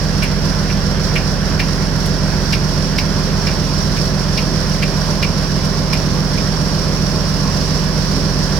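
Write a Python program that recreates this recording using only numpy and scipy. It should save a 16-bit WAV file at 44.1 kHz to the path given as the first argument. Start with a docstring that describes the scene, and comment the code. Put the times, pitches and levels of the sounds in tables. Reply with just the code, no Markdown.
"""Small river boat under way, heard from the deck

A six-cylinder four-stroke engine drones below: harmonic exhaust lines, hull knocks and beating machinery hiss.
Shaped noise makes rushing water, with one wave swelling under the bow, and a soft ventilation roar.
A loose part clacks about twice a second until it rests: noise bursts through resonances, with thin bright ticks.
The microphone tips towards the water and partly back, which shifts the balance."""
import sys
import numpy as np
from scipy import signal
from scipy.fft import rfft, irfft, next_fast_len
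from scipy.io import wavfile
from scipy.ndimage import uniform_filter1d, map_coordinates

SR = 44100
rng = np.random.default_rng(int(sys.argv[2]) if len(sys.argv) > 2 else 0)


def wav_out(sig):
    """Save sig, one row per channel (or a flat mono array), as 16-bit PCM at SR to the path in sys.argv[1]."""
    wavfile.write(sys.argv[1], SR, np.round(np.clip(np.atleast_2d(sig).T, -1, 1) * 32767).astype(np.int16))


N = 378819  # samples
CYLINDERS = 6
FIRING_HZ = 43.845  # mean firings per second, all cylinders


def amp(db):
    """Decibels to gain."""
    return 10 ** (np.asarray(db) / 20)


def unit(x):
    """Scale to rms 1."""
    return x / np.sqrt(np.mean(x ** 2) + 1e-20)


def along(points, hz):
    """Interpolate (Hz, value) points on a log frequency axis."""
    point_hz, value = np.transpose(points)
    return np.interp(np.log(hz + 1), np.log(point_hz + 1), value)


def curves(rows):
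    """One value per sample for each column after the time in seconds."""
    time_s, *columns = np.transpose(rows)
    return [np.interp(np.arange(N) / SR, time_s, column) for column in columns]


def wobble(rate_hz):
    """Smooth random curve through rate_hz random knots a second."""
    knots = rng.standard_normal(int(N * rate_hz / SR) + 4)
    return map_coordinates(knots, [np.arange(N) * rate_hz / SR])


def filtered(x, response):
    """Multiply the spectrum of x by a complex response of frequency."""
    n = x.shape[-1]
    padded = next_fast_len(n + 8192)
    spectrum = rfft(x, padded) * response(np.fft.rfftfreq(padded, 1 / SR))
    return irfft(spectrum, padded)[..., :n]


def coloured(x, spectrum):
    """Shape x by (Hz, relative dB) points, at rms 1."""
    return unit(filtered(x, lambda hz: amp(along(spectrum, hz))))


def sides(lean_db):
    """Left and right gains for a left-minus-right level difference."""
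    return amp(np.array([[.5], [-.5]]) * lean_db)


# Level balance of the ports. Each row: frequency in Hz, left minus right in dB.
PORT_LEAN = [(44, -6.5), (80, -5.5), (200, -4), (380, -3.5), (520, -0.5), (800, -0.2), (1150, -2),
             (1700, -7), (2400, -2.5), (4000, -5.5)]
# Phase offset of the ports. Each row: frequency in Hz, lead of the left port in radians.
PORT_LEAD = [(44, 1), (90, 0.13), (160, 0.49), (380, 0.47), (700, 0.51), (1500, 0.31)]


def ports(hz):
    """Complex left and right gains: the two ports differ in level and phase."""
    half_turn = np.array([[.5j], [-.5j]])
    return sides(along(PORT_LEAN, hz)) * np.exp(half_turn * along(PORT_LEAD, hz))


# Likeness of the two sides before the ports. Each row: frequency in Hz, left-right correlation.
CORRELATION = [(100, 0.94), (250, 0.96), (600, 0.78), (1400, 0.39), (3000, 0.35), (7000, .1)]


def on_deck(pair):
    """Mix two unrelated signals into left and right: alike in the bass, louder on the right."""
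    def mid_side_gains(hz):
        angle = np.arccos(np.clip(along(CORRELATION, hz), -1, 1)) / 2
        return np.array([np.cos(angle), np.sin(angle)])

    mid, side = filtered(pair, mid_side_gains)
    return unit(filtered(np.array([mid + side, mid - side]), ports))


def add(track, start_s, sound):
    """Mix a short stereo sound into track."""
    part = track[:, max(round(start_s * SR), 0):][:, :sound.shape[1]]
    part += sound[:, :part.shape[1]]


def rush(spectrum, patchy_db):
    """Stereo noise of rms 1 whose time-frequency gain varies in smooth random patches."""
    z = signal.stft(rng.standard_normal((2, N)), nperseg=512)[2]
    field = rng.standard_normal(z.shape[1:])
    field = uniform_filter1d(field, size=5, axis=0)  # frequency bins
    field = uniform_filter1d(field, size=12, axis=1)  # frames
    pair = signal.istft(z * amp(patchy_db * unit(field)), nperseg=512)[1][:, :N]
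    return on_deck(coloured(pair, spectrum))


# Engine-room ventilation spectrum. Each row: frequency in Hz, relative spectral level in dB.
FAN_SPECTRUM = [(250, -34), (480, 8.5), (700, -4), (1200, -6), (1400, 4.5), (1750, 3), (2100, -2),
                (3500, -40), (7000, -49)]
FAN_LEVEL_DB, FAN_TILT_DB = -33, -8  # at no tilt; change at full tilt


def fan(tilt, patchy_db=1.2):
    """Soft roar of moving air that fades as the microphone turns away."""
    return amp(FAN_LEVEL_DB + FAN_TILT_DB * tilt) * rush(FAN_SPECTRUM, patchy_db)


# Churning water and hull rumble. Each row: frequency in Hz, relative spectral level in dB.
CHURN_SPECTRUM = [(25, -20), (32, -17), (42, -6), (60, 4), (100, 6.5), (165, 4.5), (240, 3.5), (320, -1),
                  (385, -1), (450, -2), (560, -3), (780, -9), (1080, -8), (1700, -9.5), (2200, -14.5),
                  (3300, -15), (7000, -44)]
# Water slapping under the bow. 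Each row: frequency in Hz, relative spectral level in dB.
BOW_SPECTRUM = [(120, -31), (270, -1.5), (450, -9), (600, -2), (760, -13.5), (1060, -1), (1350, -18),
                (2500, -30), (6000, -42)]
BOW_LEVEL_DB, BOW_TILT_DB = -39, 7  # at no tilt; change at full tilt
WAVE_CREST_S, WAVE_WIDTH_S = 3.35, 0.24  # width: crest to 1/e
WAVE_BOW_DB, WAVE_CHURN_DB = 3, 1  # rise at the crest


def water(tilt, churn_db=-23.5):
    """Turbulent churning plus bow wash that grows with tilt; one wave lifts both."""
    wave = np.exp(-((np.arange(N) / SR - WAVE_CREST_S) / WAVE_WIDTH_S) ** 2)
    churn_gain = amp(churn_db + WAVE_CHURN_DB * wave)
    bow_gain = amp(BOW_LEVEL_DB + BOW_TILT_DB * tilt + WAVE_BOW_DB * wave)
    churn = churn_gain * rush(CHURN_SPECTRUM, patchy_db=1.13)
    wash = bow_gain * rush(BOW_SPECTRUM, patchy_db=2.5)
    return churn + wash


def chatter(rise_s, t60_s, tail_db, tail_t60_s, grain_db):
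    """Grainy burst of tiny contacts peaking after rise_s, plus a tail of scatter off the deck; rms 1."""
    t = np.arange(SR // 4) / SR - rise_s
    swell = np.clip(1 + t / rise_s, 0, 1) ** 2
    after = np.maximum(t, 0)
    grain = np.interp(t, np.linspace(t[0], t[-1], num=160), rng.standard_normal(160))
    contacts = unit(amp(grain_db * grain)) * amp(-60 * after / t60_s)
    tail = amp(tail_db - 60 * after / tail_t60_s)
    shared, left, right = rng.standard_normal((3, len(t)))
    return unit(swell * (contacts + tail) * (shared + np.array([left, right])))


# Bright edge of a contact. Each row: frequency in Hz, relative spectral level in dB.
SNAP_SPECTRUM = [(1500, -5), (4000, 10), (7500, 1), (9300, 1), (11000, 2.5), (13000, -2), (15500, -10)]
# Thin bright ticks, two of them the sharp snap of a clack.
# Each row: peak time in seconds, level in dB, left minus right in dB.
TICK_EVENTS = [(0.233, -40, 5), (2.059, -42, 5), (5.004, -53, -3), (5.648, -45, -1), (5.934, -44, 9)]


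def ticks(rise_s=0.0034):
    """Bright noise bursts: light touches, and extra snap on two clacks."""
    out = np.zeros((2, N))
    for peak_s, db, lean_db in TICK_EVENTS:
        touch = chatter(rise_s=rise_s, t60_s=0.09, tail_db=-13, tail_t60_s=.15, grain_db=1)
        add(out, peak_s - rise_s, amp(db) * sides(lean_db) * coloured(touch, SNAP_SPECTRUM))
    return out


# Resonances of the loose part. Each row: centre in Hz, width in Hz, relative level in dB.
RING_MODES = [(1690, 360, -7), (2364, 190, 6), (2575, 92, 3.5), (2740, 137, 4), (3200, 830, -19)]
# Rasp of its contact. Each row: frequency in Hz, relative spectral level in dB.
RASP_SPECTRUM = [(900, -24), (1500, -15), (3500, -6.5), (4500, 0), (5400, 5.5), (6300, -17), (9000, -25)]
# Blows of the loose part. Each row: nominal time in seconds, ring level in dB, rasp level in dB.
CLACK_EVENTS = [(0.2263, -30.5, -46), (0.698, -39, -50), (1.158, -28.5, -43), (1.5972, -29.5, -34.5),
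                (2.5282, -30, -30.5), (2.9846, -32, -31), (3.473, -35, -35.5), (3.9683, -42, -39),
                (4.3782, -33.5, -31.5), (4.827, -30.5, -37), (5.228, -29.5, -34), (5.9317, -32.5, -35),
                (6.3747, -40, -45)]


def ring_response(hz):
    """Sum of band-pass resonances of alternating sign."""
    total = 0
    for k, (centre_hz, width_hz, db) in enumerate(RING_MODES):
        damping = 1j * hz * width_hz
        total = total + (-1) ** k * amp(db) * damping / (centre_hz * centre_hz - hz * hz + damping)
    return total


def clacks(snap_db=-22, lean_db=-2.0, snap_lean_db=3, lead_s=.0092):
    """Loose part chatters on its seat and rings briefly; its bright snap scales with the ring."""
    out = np.zeros((2, N))
    for time_s, ring_db, rasp_db in CLACK_EVENTS:
        blow = chatter(rise_s=0.012, t60_s=0.09, tail_db=-13, tail_t60_s=0.3, grain_db=5.5)
        contact = chatter(rise_s=0.0085, t60_s=0.13, tail_db=-21, tail_t60_s=0.17, grain_db=2.5)
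        ring = amp(ring_db) * unit(filtered(blow, ring_response))
        rasp = amp(rasp_db) * coloured(contact, RASP_SPECTRUM)
        snap = amp(ring_db + snap_db) * coloured(contact, SNAP_SPECTRUM)
        clack = sides(lean_db) * (ring + rasp) + sides(snap_lean_db) * snap
        add(out, time_s - lead_s, clack)
    return out


# Hiss at the left port. Each row: frequency in Hz, relative spectral level in dB.
LEFT_HISS_SPECTRUM = [(1500, -34), (3400, -11.5), (4400, 1.5), (5300, 2), (6000, -8.5), (6600, -11.5),
                      (9300, -14), (11000, -11.5), (12500, -22), (15000, -64)]
# Hiss at the right port. Each row: frequency in Hz, relative spectral level in dB.
RIGHT_HISS_SPECTRUM = [(1500, -35), (3700, -12.5), (4600, -3.5), (5150, -0.5), (5550, 2.5), (6100, -9),
                       (7000, -17), (8500, -24), (11000, -26.5), (12600, -35), (14000, -25.5), (15800, -30)]
# Hiss level before port offsets and flutter. 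Each row: time in seconds, level in dB.
HISS_CURVE = [(0, -29.7), (2.3, -29.8), (3.3, -29), (4.2, -28), (5.2, -29), (8.59, -28)]
# Clatter by cylinder in firing order. Each entry: relative strength in dB.
CYLINDER_CLATTER_DB = [-7, -9, 4, -45, 3.5, -3]


def hiss(cycle, clatter=0.25, flutter_db=.85, left_db=-3.0, right_db=6.0):
    """Machinery noise, independent at each port, that swells with the clatter of each cylinder."""
    hiss_db, = curves(HISS_CURVE)
    firing = cycle * CYLINDERS
    strength = amp(CYLINDER_CLATTER_DB)[np.round(firing).astype(int) % CYLINDERS]
    beat = unit(1 + clatter * strength * np.cos(np.pi * firing) ** 2)
    left, right = rng.standard_normal((2, N))
    left = amp(left_db) * coloured(left, LEFT_HISS_SPECTRUM)
    right = amp(right_db) * coloured(right, RIGHT_HISS_SPECTRUM)
    return np.array([left, right]) * beat * amp(hiss_db + flutter_db * wobble(18))


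# What the hull passes of each firing. Each row: frequency in Hz, relative spectral level in dB.
HULL_SPECTRUM = [(35, -50), (55, 5), (90, -2), (200, -0.5), (240, -22), (320, -10), (380, 1), (450, -10),
                 (600, -2), (720, -8), (1050, -8), (1250, -19), (1400, -7), (3000, -37)]


def knocks(cycle, t60_s=0.22, scatter_db=2.0, level_db=-30.0):
    """Each cylinder shakes the hull along its own decaying path, so the pattern repeats every cycle."""
    t = np.arange(SR // 8) / SR
    paths = rng.standard_normal((CYLINDERS, 2, len(t))) * amp(-60 * t / t60_s)
    firings = np.flatnonzero(np.diff(np.floor(cycle * CYLINDERS)))
    out = np.zeros((2, N))
    for k, sample in enumerate(firings):
        add(out, sample / SR, paths[k % CYLINDERS] * amp(scatter_db * rng.standard_normal()))
    return amp(level_db) * on_deck(coloured(out, HULL_SPECTRUM))


# Engine lines. Each row: multiple of the four-stroke cycle rate, rms level in dB before swell, drift and ports.
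ENGINE_LINES = [(6, -24), (7, -43.5), (8, -39), (9, -41.5), (10, -40), (11, -38.5), (12, -29), (15, -35),
                (18, -53), (19, -32.5), (20, -28), (21, -24), (22, -32.5), (23, -29), (25, -37), (26, -32),
                (27, -25), (30, -41.5), (34, -37.5), (36, -39.5), (40, -39), (52, -45), (55, -42),
                (67, -42), (71, -43.5), (78, -47.5), (81, -41), (86, -45), (88, -44), (104, -47.5),
                (142, -47.5), (156, -47)]
# Cylinders in firing order; weak ones make the engine lope. Each entry: relative strength in dB.
CYLINDER_FIRING_DB = [-3, -0.5, 1.8, -1.5, -1.5, 1]
THROB_TILT_DB, BOOM_TILT_DB = -1.8, .7  # change over the full tilt


def exhaust(cycle, tilt, waver_db=0.0, hull_waver_db=2.0, dispersion_cycles=.179):
    """Firing harmonics align into one pulse; unequal cylinders add the lines between them."""
    lope_db = np.interp(cycle * CYLINDERS, np.arange(CYLINDERS), CYLINDER_FIRING_DB, period=CYLINDERS)
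    tilt_change = tilt - tilt.mean()
    throb_db = THROB_TILT_DB * tilt_change
    boom_db = BOOM_TILT_DB * tilt_change + lope_db
    waver = [(44, waver_db / 2), (150, waver_db), (500, hull_waver_db)]  # Hz, dB: high lines are less steady
    out = np.zeros((2, N))
    for order, db in ENGINE_LINES:
        order = round(order)
        hz = order * FIRING_HZ / CYLINDERS
        # the hull smears the in-between lines over the cycle
        lag = dispersion_cycles * order ** 2 * (order % CYLINDERS > 0)
        swell_db = throb_db if order <= 2 * CYLINDERS else boom_db
        drift_db = along(waver, hz) * wobble(7)
        line = -np.sqrt(2) * np.exp(2j * np.pi * (order * cycle - lag))
        out += amp(db + swell_db + drift_db) * (ports(hz) * line).real
    return out


# Microphone tipping towards the water. Each row: time in seconds, tilt from 0 (level) to 1 (fully down).
MICROPHONE_TILT = [(0, 0), (2.2, 0.16), (3.2, .45), (5.6, 0.99), (7.5, 1), (8.59, 0.48)]
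HUNTING = .001  # scale of the governor's random speed wander, as a share of FIRING_HZ


def scene():
    """One crankshaft drives exhaust, knocks and hiss; air, water, clacks and ticks are added."""
    tilt, = curves(MICROPHONE_TILT)
    firing_hz = FIRING_HZ * (1 + HUNTING * wobble(7))
    cycle = np.cumsum(firing_hz) / SR / CYLINDERS  # engine cycles elapsed
    engine = exhaust(cycle, tilt) + knocks(cycle) + hiss(cycle)
    return engine + fan(tilt) + water(tilt) + clacks() + ticks()


def record(dry, ceiling=.92, top_hz=15900):
    """Round off the highest peaks smoothly, then remove everything from top_hz up."""
    rounded = dry / (1 + np.abs(dry / ceiling) ** 8) ** (1 / 8)
    return filtered(rounded, lambda hz: hz < top_hz)


dry = scene()
out = record(dry)
wav_out(out)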